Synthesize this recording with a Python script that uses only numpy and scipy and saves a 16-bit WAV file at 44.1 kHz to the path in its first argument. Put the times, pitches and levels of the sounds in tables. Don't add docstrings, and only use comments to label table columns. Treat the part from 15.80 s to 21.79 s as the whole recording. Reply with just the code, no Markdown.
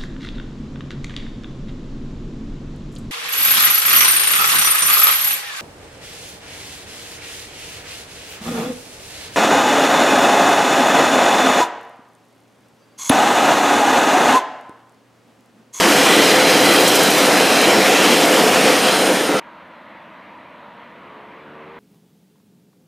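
import sys
import numpy as np
from scipy import signal
from scipy.fft import rfft, irfft, next_fast_len
from scipy.io import wavfile
from scipy.ndimage import uniform_filter1d, map_coordinates

SR = 44100
rng = np.random.default_rng(int(sys.argv[2]) if len(sys.argv) > 2 else 0)


def wav_record(signal):
    frames = np.transpose(np.atleast_2d(signal))
    bounded = np.clip(frames, -1, 1)
    quanta = np.round(bounded * 32767).astype(np.int16)
    wavfile.write(sys.argv[1], SR, quanta)


N = 264159
TIME = np.arange(N) / SR
CUT_S = 3.596
TAIL_S = 2.886


def amp(db):
    return 10 ** (np.asarray(db) / 20)


def unit(x):
    return x / np.sqrt(np.mean(x ** 2) + 1e-20)


def since(s):
    return np.maximum(TIME - s, 0)


def swell(s, half):
    return np.exp(-((TIME - s) / half) ** 2 / 2)


def curves(rows):
    s, *cols = np.transpose(rows)
    return [np.interp(TIME, s, c) for c in cols]


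def wobble(rate):
    knots = rng.standard_normal(int(N * rate / SR) + 4)
    return map_coordinates(knots, [TIME * rate])


def filtered(x, response):
    m = next_fast_len(N + SR // 4)
    return irfft(rfft(x, m) * response(np.fft.rfftfreq(m, 1 / SR)), m)[:N]


def coloured(x, spectrum):
    f, db = np.transpose(spectrum)

    def response(hz):
        return amp(np.interp(np.log(hz + 1), np.log(f), db, left=-120))
    return unit(filtered(x, response))


def resonant(x, modes):
    def response(f):
        total = 0
        for centre, width, db in modes:
            band_pass = 1j * f * width / (centre * centre - f * f + 1j * f * width)
            total = total + amp(db) * band_pass ** 2
        return total
    return unit(filtered(x, response))


def rush(patchy_db):
    z = signal.stft(rng.standard_normal(N), nperseg=512)[2]
    field = uniform_filter1d(rng.standard_normal(z.shape), size=4, axis=0)
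    field = uniform_filter1d(field, size=16, axis=1)
    return unit(signal.istft(z * amp(patchy_db * unit(field)), nperseg=512)[1][:N])


def knocks(rate, spread_db):
    chance, size = rng.random(N), rng.standard_normal(N)
    return unit((chance < rate / SR) * np.sign(size) * amp(spread_db * np.abs(size)))


def road(growth_db_per_s=0.4):
    # (frequency [Hz], relative level [dB])
    rumble_spectrum = [(30, -38), (60, -19), (95, -7), (125, -9), (190, 4.5), (260, 2.5), (330, 1.5),
                       (400, -9.5), (470, -1), (600, 4), (720, 0), (900, -42)]
    tyre_spectrum = [(500, -20), (800, -4.5), (960, -3), (1200, -2.5), (1450, -6.5), (2000, -6.5),
                     (2800, -14.5), (4000, -23), (5000, -35), (7000, -43.5), (9000, -48), (15000, -56)]
    # (centre [Hz], width of one band-pass [Hz], level [dB])
    tread_modes = [(967, 154, 0)]
    rumble_db, tyre_db, tread_db = -47.5, -44.4, -49
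    tread_leaves_s, tread_fade_db_per_s = 5.3, 10
    rumble = amp(rumble_db + growth_db_per_s * since(CUT_S)) * coloured(rng.standard_normal(N), rumble_spectrum)
    tyres = amp(tyre_db) * coloured(rush(patchy_db=1.5), tyre_spectrum)
    hum_db = tread_db - tread_fade_db_per_s * since(tread_leaves_s) + wobble(10)
    return rumble + tyres + amp(hum_db) * resonant(rng.standard_normal(N), tread_modes)


def engine(hz, db, orders, unsteady, fading_db):
    phase = 2 * np.pi * np.cumsum(hz * (1 + unsteady * wobble(25))) / SR
    tone = np.zeros(N)
    for k, level in orders:
        strength = amp(level + fading_db * wobble(4.9))
        tone += strength * np.sin(k * phase + 2 * np.pi * rng.random())
    return amp(db) * unit(tone)


def far_engine():
    # (multiple, relative level [dB])
    motor_orders = [(1, -13), (2, 1), (3, -1.5), (4, 1.5), (5, 3), (6, -1), (7, -1)]
    # (centre [Hz], half width [Hz], lift [dB])
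    exhaust = (465, 25, 9.6)
    open_s, open_hz, hz_per_s = 5.75, 75.7, 10.5
    open_db, rise_db_per_s = -47.6, 15
    firing_hz = open_hz + hz_per_s * (TIME - open_s)
    level_db = open_db + rise_db_per_s * np.minimum(TIME - open_s, 0)
    tone = engine(firing_hz, level_db, motor_orders, unsteady=0.009, fading_db=2)
    centre, width, db = exhaust
    return filtered(tone, lambda f: amp(db / (1 + ((f - centre) / width) ** 2)))


def diesel():
    # (time [s], firing rate [Hz], level [dB])
    diesel_course = [(0, 41.74, -48.5), (.5, 41.3, -41.5), (.9, 41, -38), (1.3, 40.15, -52.5),
                     (2.2, 40.05, -49), (3.6, 39.5, -56)]
    # (multiple, relative level [dB])
    diesel_orders = [(2, -10.5), (3, 1.5), (4, -5.5)]
    return engine(*curves(diesel_course), diesel_orders, unsteady=0.014, fading_db=1.5)


def compressor(rise=0.0038, life=0.011, count=12):
    # (frequency [Hz], relative level per Hz [dB])
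    spit_spectrum = [(2500, -27), (6000, 0), (9500, -2.5), (13000, -5), (15200, -6)]
    nearest_s, crank_turn_s = 1.151, .0757
    pass_s = .13
    spit_db, halfway_db = -10.8, -8
    puffs = np.zeros(N)
    for k in range(-count, count):
        offset = k * crank_turn_s / 2
        size_db = spit_db + halfway_db * (k % 2) + rng.standard_normal()
        size = amp(size_db) / np.hypot(1, offset / pass_s)
        age = since(nearest_s + offset)
        puffs += size * (1 - np.exp(-age / rise)) * np.exp(-age / life)
    return puffs * coloured(rng.standard_normal(N), spit_spectrum)


def squeal(waver_hz=11, drift_hz=8, rasp=0.55):
    # (time [s], level [dB])
    squeal_level = [(2.3, -55), (2.45, -39), (2.8, -38), (2.88, -31.5), (3.4, -32.3), (3.6, -38.5)]
    squeal_hz = 9087
    db, = curves(squeal_level)
    pitch_hz = squeal_hz + drift_hz * wobble(12) + waver_hz * wobble(220)
    phase = 2 * np.pi * np.cumsum(pitch_hz) / SR
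    grip = amp(2.2 * wobble(35)) * (1 + rasp * wobble(300))
    return amp(db) * grip * np.sin(phase)


def ringing():
    # (peak time [s], half length [s], level [dB], frequency driven hardest [Hz])
    ring_swells = [(.34, .16, -21, 2200), (0.492, 0.069, -23.5, 5000), (0.909, .07, -20.5, 2100),
                   (.98, 0.55, -23.5, 4050), (1.77, 0.096, -24.5, 5000), (2.03, 0.22, -24.5, 2100),
                   (2.305, 0.12, -27.5, 3800), (3.121, 0.14, -26.5, 4200), (3.528, .07, -26.5, 1296)]
    # (centre [Hz], width of one band-pass [Hz], level [dB])
    wheel_modes = [(1340, 220, 2), (1980, 160, 0), (2405, 130, -1.5), (3180, 160, 0), (4048, 206, -0.5),
                   (5020, 140, -2.5)]
    drive_octaves = 0.41
    out = np.zeros(N)
    for s, half, db, drive_hz in ring_swells:
        driven = []
        for hz, width, level in wheel_modes:
            octaves_off = np.log2(hz / drive_hz)
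            driven.append((hz, width, level - 3 * (octaves_off / drive_octaves) ** 2))
        out += amp(db) * swell(s, half) * resonant(rng.standard_normal(N), driven)
    return out


def wheels():
    # (frequency [Hz], relative level per Hz [dB])
    rolling_spectrum = [(600, -20), (950, -2), (1400, -1), (2200, -2.5), (3000, -3.5), (3600, -7),
                        (4500, -9), (5600, -10.5), (7000, -16), (10000, -36)]
    hiss_spectrum = [(3000, -37), (5000, -2.5), (6800, -1.5), (8500, -0.5), (9500, -1.5), (11000, -4),
                     (13000, -7), (15200, -12)]
    # (time [s], level [dB])
    flange_level = [(0, -23.5), (.5, -23.5), (.64, -27), (.92, -23), (1.25, -24.5), (1.95, -26.5),
                    (2.4, -24.5), (3.1, -27.5), (3.4, -30), (3.6, -37.5)]
    # (peak time [s], half length [s], lift [dB])
    axle_swells = [(.22, .3, 2.1), (.92, 0.2, 1), (2.18, 0.1, 1.8), (2.882, 0.025, 1.5), (3.1, 0.03, 1.5)]
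    base_db, fade_db_per_s = -17, 8.5
    hiss_db, = curves(flange_level)
    judder = wobble(45)
    axles_db = sum(db * swell(s, half) for s, half, db in axle_swells)
    rolling_db = base_db + axles_db - fade_db_per_s * since(TAIL_S)
    rolling_gain = amp(rolling_db + .5 * judder + 0.17 * wobble(13))
    rolling = rolling_gain * coloured(rush(patchy_db=1.58), rolling_spectrum)
    grit = rush(patchy_db=1.1) + amp(-9.5) * knocks(rate=1500, spread_db=7.5)
    return rolling + amp(hiss_db + 0.5 + .45 * judder) * coloured(grit, hiss_spectrum)


def underframe():
    # (frequency [Hz], relative level per Hz [dB])
    roar_spectrum = [(25, -53), (55, -40.5), (90, -29.5), (135, -17), (190, -8), (245, -5), (295, 0.5),
                     (380, -5), (430, -1.5), (510, -3.5), (580, -3.5), (740, -3), (950, -10), (1500, -40.5)]
    # (centre [Hz], width of one band-pass [Hz], level [dB])
    frame_modes = [(197, 54, -9.5), (290.6, 34, -3), (334.5, 17.4, -2), (434.7, 36, -4), (510.7, 37, 0.5),
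                   (691, 43, -14), (734.5, 63, -8)]
    # (time [s], level over the running gain [dB])
    boom_level = [(0, -8), (.8, -3.5), (1.7, -8), (2.05, -4.5), (3.6, -5)]
    # (time [s], gain [dB])
    thud_times = [(3.5, -16), (3.544, -13.5)]
    thud_half_s = 0.0095
    running_db, fade_db_per_s = -14.5, 8
    boom_db, = curves(boom_level)
    shaking = rush(patchy_db=0.5) + amp(-5.5) * knocks(rate=220, spread_db=5.5)
    broad = coloured(shaking, roar_spectrum)
    clatter = rng.standard_normal(N) + amp(-4.5) * knocks(rate=160, spread_db=-0.5)
    boom = resonant(clatter, frame_modes)
    running = amp(running_db - fade_db_per_s * since(TAIL_S) + .5 * wobble(30))
    thuds = sum(amp(db) * swell(s, thud_half_s) for s, db in thud_times)
    return np.hypot(running, thuds) * (amp(-2.25) * broad + amp(boom_db) * boom)


def scene():
    train = diesel() + underframe() + wheels() + ringing() + compressor() + squeal()
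    platform = road() + far_engine()
    before_cut = np.exp(-since(CUT_S) / .002)
    mono = before_cut * train + (1 - before_cut) * platform
    return np.array([mono, mono])


def record(dry):
    top_hz = 15250
    held = dry / (1 + dry ** 8) ** (1 / 8)

    def band_limit(hz):
        return np.clip((top_hz - hz) / 250 + .5, 0, 1)
    return np.array([filtered(channel, band_limit) for channel in held])


dry = scene()
out = record(dry)
wav_record(out)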